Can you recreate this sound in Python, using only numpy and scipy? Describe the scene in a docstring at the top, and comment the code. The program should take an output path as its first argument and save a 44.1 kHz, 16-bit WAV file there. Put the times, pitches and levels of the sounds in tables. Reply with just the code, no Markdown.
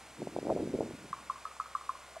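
"""A gust flutters and pops on the microphone, over outdoor hiss, a low hum and a faint camera whine.
As it dies down, a raven on a wire beside a pole transformer gives six hollow, evenly spaced knocks
and a softer, lower clunk. Each knock is a few cycles of throat resonance that ring on in the open bill;
the pole and nearby walls throw it back. A thin far whistle slowly swells behind it all."""
import sys
import numpy as np
from scipy import signal
from scipy.fft import rfft, irfft, next_fast_len
from scipy.io import wavfile
from scipy.ndimage import map_coordinates

SR = 44100
rng = np.random.default_rng(int(sys.argv[2]) if len(sys.argv) > 2 else 0)


def waveform_to_disk(signal):
    """Save audio, clipped to [-1, 1], as 16-bit WAV at the path in sys.argv[1]."""
    frames = np.transpose(np.atleast_2d(signal))
    scaled = np.clip(frames, -1, 1) * 32767
    samples = np.round(scaled).astype(np.int16)
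    wavfile.write(sys.argv[1], SR, samples)


N = 97020  # 2.2 s


def amp(db):
    """Decibels to gain."""
    return 10 ** (np.asarray(db) / 20)


def clock():
    """Sample times in seconds."""
    return np.arange(N) / SR


def log_interp(points, hz):
    """Interpolate (frequency, value) points on a log frequency axis."""
    point_hz, values = np.transpose(points)
    return np.interp(np.log(hz + 1), np.log(point_hz + 1), values)


def filtered(x, response):
    """Apply a frequency response by zero-padded FFT."""
    size = next_fast_len(N + SR // 2)
    hz = np.fft.rfftfreq(size, 1 / SR)
    return irfft(rfft(x, size) * response(hz), size)[..., :N]


def noise(spectrum, flutter=1):
    """Coloured noise of rms 1; flutter modulates it ahead of the filter."""
    coloured = filtered(flutter * rng.standard_normal(N), lambda hz: amp(log_interp(spectrum, hz)))
    return coloured / np.sqrt(np.mean(coloured ** 2) + 1e-20)


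# (frequency [Hz], relative density [dB])
HISS_SPECTRUM = [(20, -19), (32, -6), (50, -22), (100, -9), (200, -7), (380, -6), (560, 0.5), (900, 0),
                 (1400, -3), (1800, -4.5), (2350, -3), (2900, -8), (5900, -11.5), (8000, -10.5),
                 (9600, -15), (11000, -22), (14000, -25.5), (15500, -31)]
# (frequency [Hz], left-right correlation [ratio])
HISS_CORRELATION = [(900, 1), (2200, .998), (5000, 0.96), (9000, 0.94), (13000, 0.87)]


def outdoor_hiss(mid_rms_db=-54):
    """Steady hiss, wider in the treble."""
    def mid_side_response(hz):
        side_gain = np.tan(np.arccos(log_interp(HISS_CORRELATION, hz)) / 2)
        return amp(log_interp(HISS_SPECTRUM, hz)) * [np.ones_like(hz), side_gain]

    mid, side = filtered(rng.standard_normal((2, N)), mid_side_response)
    return amp(mid_rms_db) * np.array([mid + side, mid - side]) / mid.std()


# (frequency [Hz], rms level [dB])
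HUM_TONES = [(64.6, -68.5), (129.5, -77)]
# (frequency [Hz], rms level [dB])
CAMERA_WHINE_TONES = [(9777, -73.5), (11714, -81)]


def hum_and_whine():
    """A low hum and the camera's thin whine: steady sines at random phases."""
    return sum(amp(db) * np.sqrt(2) * np.sin(2 * np.pi * (hz * clock() + rng.random()))
               for hz, db in HUM_TONES + CAMERA_WHINE_TONES)


# (start [s], end [s], pitch [Hz], top rms level [dB])
FAR_WHISTLE = (0.2, 4.3, 1432, -66)


def far_whistle():
    """A thin far tone, still swelling when the scene ends."""
    start_s, end_s, hz, db = FAR_WHISTLE
    progress = np.clip((clock() - start_s) / (end_s - start_s), 0, 1)
    swell = np.sqrt(2 * np.sin(np.pi * progress))
    return amp(db) * swell * np.sin(2 * np.pi * hz * clock())


def pressure_swing(cycles, half_width_cycles):
    """One eddy passing the microphone: a sine under a Gaussian envelope."""
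    return np.exp(-.5 * (cycles / half_width_cycles) ** 2) * np.sin(2 * np.pi * cycles)


# (time [s], eddy strength [dB])
GUST_STRENGTH = [(0, -77), (.165, -72), (.21, -47), (.25, -54), (.32, -60), (.37, -50), (.41, -56),
                 (.47, -40), (.51, -32.5), (.542, -44.5), (.585, -37.5), (.64, -43), (.70, -52),
                 (.74, -40.5), (.83, -45), (.88, -50.5), (.95, -70), (1.05, -61.5), (1.10, -70),
                 (1.38, -72)]


def eddies(count=300, boost_db=4, scatter_db=3, crest_hz=638, oct_per_db=.05, scatter_oct=.2):
    """A stream of small random pops, louder and higher when the gust is strong."""
    knot_s, knot_db = np.transpose(GUST_STRENGTH)
    jitter, detune, polarity, spread = rng.standard_normal((count, 4)).T
    centre_s = knot_s[-1] * (np.arange(count) + .5 * jitter) / count
    gust_db = np.interp(centre_s, knot_s, knot_db)
    hz = crest_hz * 2 ** (oct_per_db * (gust_db - knot_db.max()) + scatter_oct * detune)
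    gain = np.sign(polarity) * amp(gust_db + boost_db + scatter_db * np.clip(spread, -2, 2))
    offsets = np.arange(-SR // 100, SR // 100)
    swings = gain[:, None] * pressure_swing(hz[:, None] * offsets / SR, half_width_cycles=.42)
    samples = np.abs((centre_s * SR).astype(int)[:, None] + offsets)
    return np.bincount(samples.ravel(), swings.ravel(), N)[:N]  # overlap-add


# (time [s], envelope peak [dB], pitch [Hz], half width [cycles])
GUST_POPS = [(0.2203, -27.5, 510, 0.38), (0.2287, -32, 430, .29), (.273, -24, 493, 0.3),
             (.365, -18, 476, 0.26), (.388, -21.5, 507, 0.37), (0.4297, -28, 400, 0.38),
             (.4541, -27, 450, 0.31), (0.4708, -22, 484, .28), (0.4954, -21.5, 544, 0.27),
             (.5021, -15, 480, 0.18), (.5076, -19, 570, 0.9), (.5185, -23.5, 652, 1.4),
             (.5262, -27, 554, 0.72), (.535, -33, 474, 0.78), (0.5532, -28, 420, 0.43),
             (0.564, -20, 444, 0.41), (0.574, -22.5, 430, 0.24), (0.577, -31, 630, 0.3),
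             (0.6068, -23, 400, 0.21), (.631, -31, 420, .5), (.6753, -25, 376, 0.33),
             (.742, -24, 395, 0.91), (0.7498, -21, 400, .25), (0.7899, -22, 440, 0.53),
             (.808, -15.5, 435, 0.25), (0.8173, -25, 530, 0.43), (0.8287, -28, 420, 0.2),
             (.862, -33, 467, 0.39), (.879, -34, 440, 0.38), (0.91, -33.5, 420, 0.3), (.938, -36, 151, .3),
             (1.112, -45.5, 148, 0.43)]


def wind_pops():
    """The strongest eddies hit the microphone as single pops, sharp or round."""
    return sum(amp(db) * pressure_swing(np.clip((clock() - centre_s) * hz, -6, 6), half_width)
               for centre_s, db, hz, half_width in GUST_POPS)


# (frequency [Hz], relative density [dB])
RUMBLE_SPECTRUM = [(25, -35), (60, -14.5), (115, -4), (200, 0), (310, 1.5), (430, -4.5), (600, -17),
                   (850, -31), (1500, -63)]
# (time [s], level [dB])
RUMBLE_ENVELOPE = [(0, -77), (.05, -62), (.10, -71), (.168, -66), (.195, -43.5), (.31, -50.5),
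                   (.365, -45.5), (.41, -47), (.48, -41), (.51, -29), (.555, -42), (.60, -36), (.66, -42),
                   (.71, -42.5), (.75, -38.5), (.82, -41.5), (.89, -45), (.96, -55), (1.01, -53),
                   (1.045, -47.5), (1.08, -58.5), (1.17, -69), (1.24, -61.5), (1.36, -76), (1.5, -93)]


def wind_rumble(flutter_db=3, knots_per_s=70):
    """Low, quickly fluttering noise of wind on the microphone."""
    wobble = map_coordinates(rng.standard_normal(N // 20), [clock() * knots_per_s], mode="wrap")
    flutter = amp(flutter_db * np.clip(wobble, -2, 2))
    envelope = amp(np.interp(clock(), *np.transpose(RUMBLE_ENVELOPE)))
    return envelope * noise(RUMBLE_SPECTRUM, flutter)


# (delay [s], gain [dB])
REFLECTIONS = [(.00765, -11), (.0154, -21), (.0587, -15.5), (.0703, -27), (.1125, -27)]


def street_echoes(x, tail_db=-14.8, t60_s=.72, rise_s=.02):
    """Direct sound, reflections off the pole and walls, and a thin diffuse tail."""
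    def response(hz):
        return 1 + sum(amp(db) * np.exp(-2j * np.pi * hz * delay_s) for delay_s, db in REFLECTIONS)

    t = clock()
    tail = rng.standard_normal(N) * amp(-60 * t / t60_s) * np.minimum(t / rise_s, 1)
    diffuse = signal.fftconvolve(x, tail / np.linalg.norm(tail))[:N]
    return filtered(x, response) + amp(tail_db) * diffuse


def bill_ring(start_s, db, hz=1271, decay_s=.0066):
    """The open bill rings on after a knock, swelling and fading."""
    t = np.maximum(clock() - start_s, 0)
    envelope = t / decay_s * np.exp(1 - t / decay_s)
    return amp(db) * envelope * np.sin(2 * np.pi * hz * t)


ATTACK_S, SNAP_DECAY_S, THIRD_HARMONIC_DB = .00329, .0037, -39
# (frequency [Hz], relative density [dB])
SNAP_SPECTRUM = [(900, -15.5), (1300, 5), (1550, 20), (2100, -3.5), (3500, -14), (9000, -5), (14000, -24)]


def knock(start_s, db, hz, fall_s, sag_hz_per_s=0, snap_db=-27):
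    """A few cycles of throat resonance, level or sagging in pitch, with a woody snap."""
    t = np.maximum(clock() - start_s, 0)
    swell = np.sin(np.pi / 2 * np.minimum(t / ATTACK_S, 1)) ** 1.37
    fall = np.exp(-(np.maximum(t - ATTACK_S, 0) / fall_s) ** 1.63)
    phase = 2 * np.pi * t * (hz - sag_hz_per_s * t / 2)
    tone = np.sin(phase) + amp(THIRD_HARMONIC_DB) * np.sin(3 * phase)
    snap = (t > 0) * np.exp(-t / SNAP_DECAY_S) * noise(SNAP_SPECTRUM)
    return amp(db) * (swell * fall * tone + amp(snap_db) * snap)


# (time [s], level [dB], start pitch [Hz], fall [s], bill ring [dB], snap [dB re knock])
RAVEN_KNOCKS = [(1.1285, -25, 1208, 0.0032, -53, -20), (1.2977, -23, 1204, 0.0041, -50.5, -30),
                (1.4525, -27, 1253, 0.0015, -40.5, -17), (1.5986, -22.5, 1236, 0.0018, -37, -24),
                (1.7501, -21.5, 1232, 0.0033, -45, -26), (1.8915, -22, 1193, 0.0036, -47.5, -21)]
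# (time [s], level [dB], pitch [Hz], fall [s])
BILL_TICKS = [(1.5635, -44, 1000, .002), (2.016, -45.5, 1220, .0015), (2.1565, -43, 1120, .002)]
# (time [s], level [dB], pitch [Hz], fall [s])
CLOSING_CLUNK = (2.1645, -37.5, 655, .0065)


def raven(sag_hz_per_s=22300):
    """Separate signals for six sagging, ringing knocks, three small bill ticks and the clunk."""
    knocks = [knock(start_s, db, hz, fall_s, sag_hz_per_s, snap_db) + bill_ring(start_s + ATTACK_S, ring_db)
              for start_s, db, hz, fall_s, ring_db, snap_db in RAVEN_KNOCKS]
    ticks = [knock(*tick) for tick in BILL_TICKS]
    return knocks + ticks + [knock(*CLOSING_CLUNK)]


def scene():
    """Bird and gust centred over the stereo hiss; each raven sound gets its own tail."""
    bird = sum(street_echoes(sound) for sound in raven())
    gust = wind_rumble() + eddies() + wind_pops()
    return outdoor_hiss() + hum_and_whine() + far_whistle() + gust + bird


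def record(dry, band_limit_hz=15650, left_lag_s=2.15e-5):
    """The camera cuts everything above its band limit; left lags right by a hair."""
    delay_s = np.array([[.5], [-.5]]) * left_lag_s
    return filtered(dry, lambda hz: (hz < band_limit_hz) * np.exp(-2j * np.pi * hz * delay_s))


dry = scene()
out = record(dry)
waveform_to_disk(out)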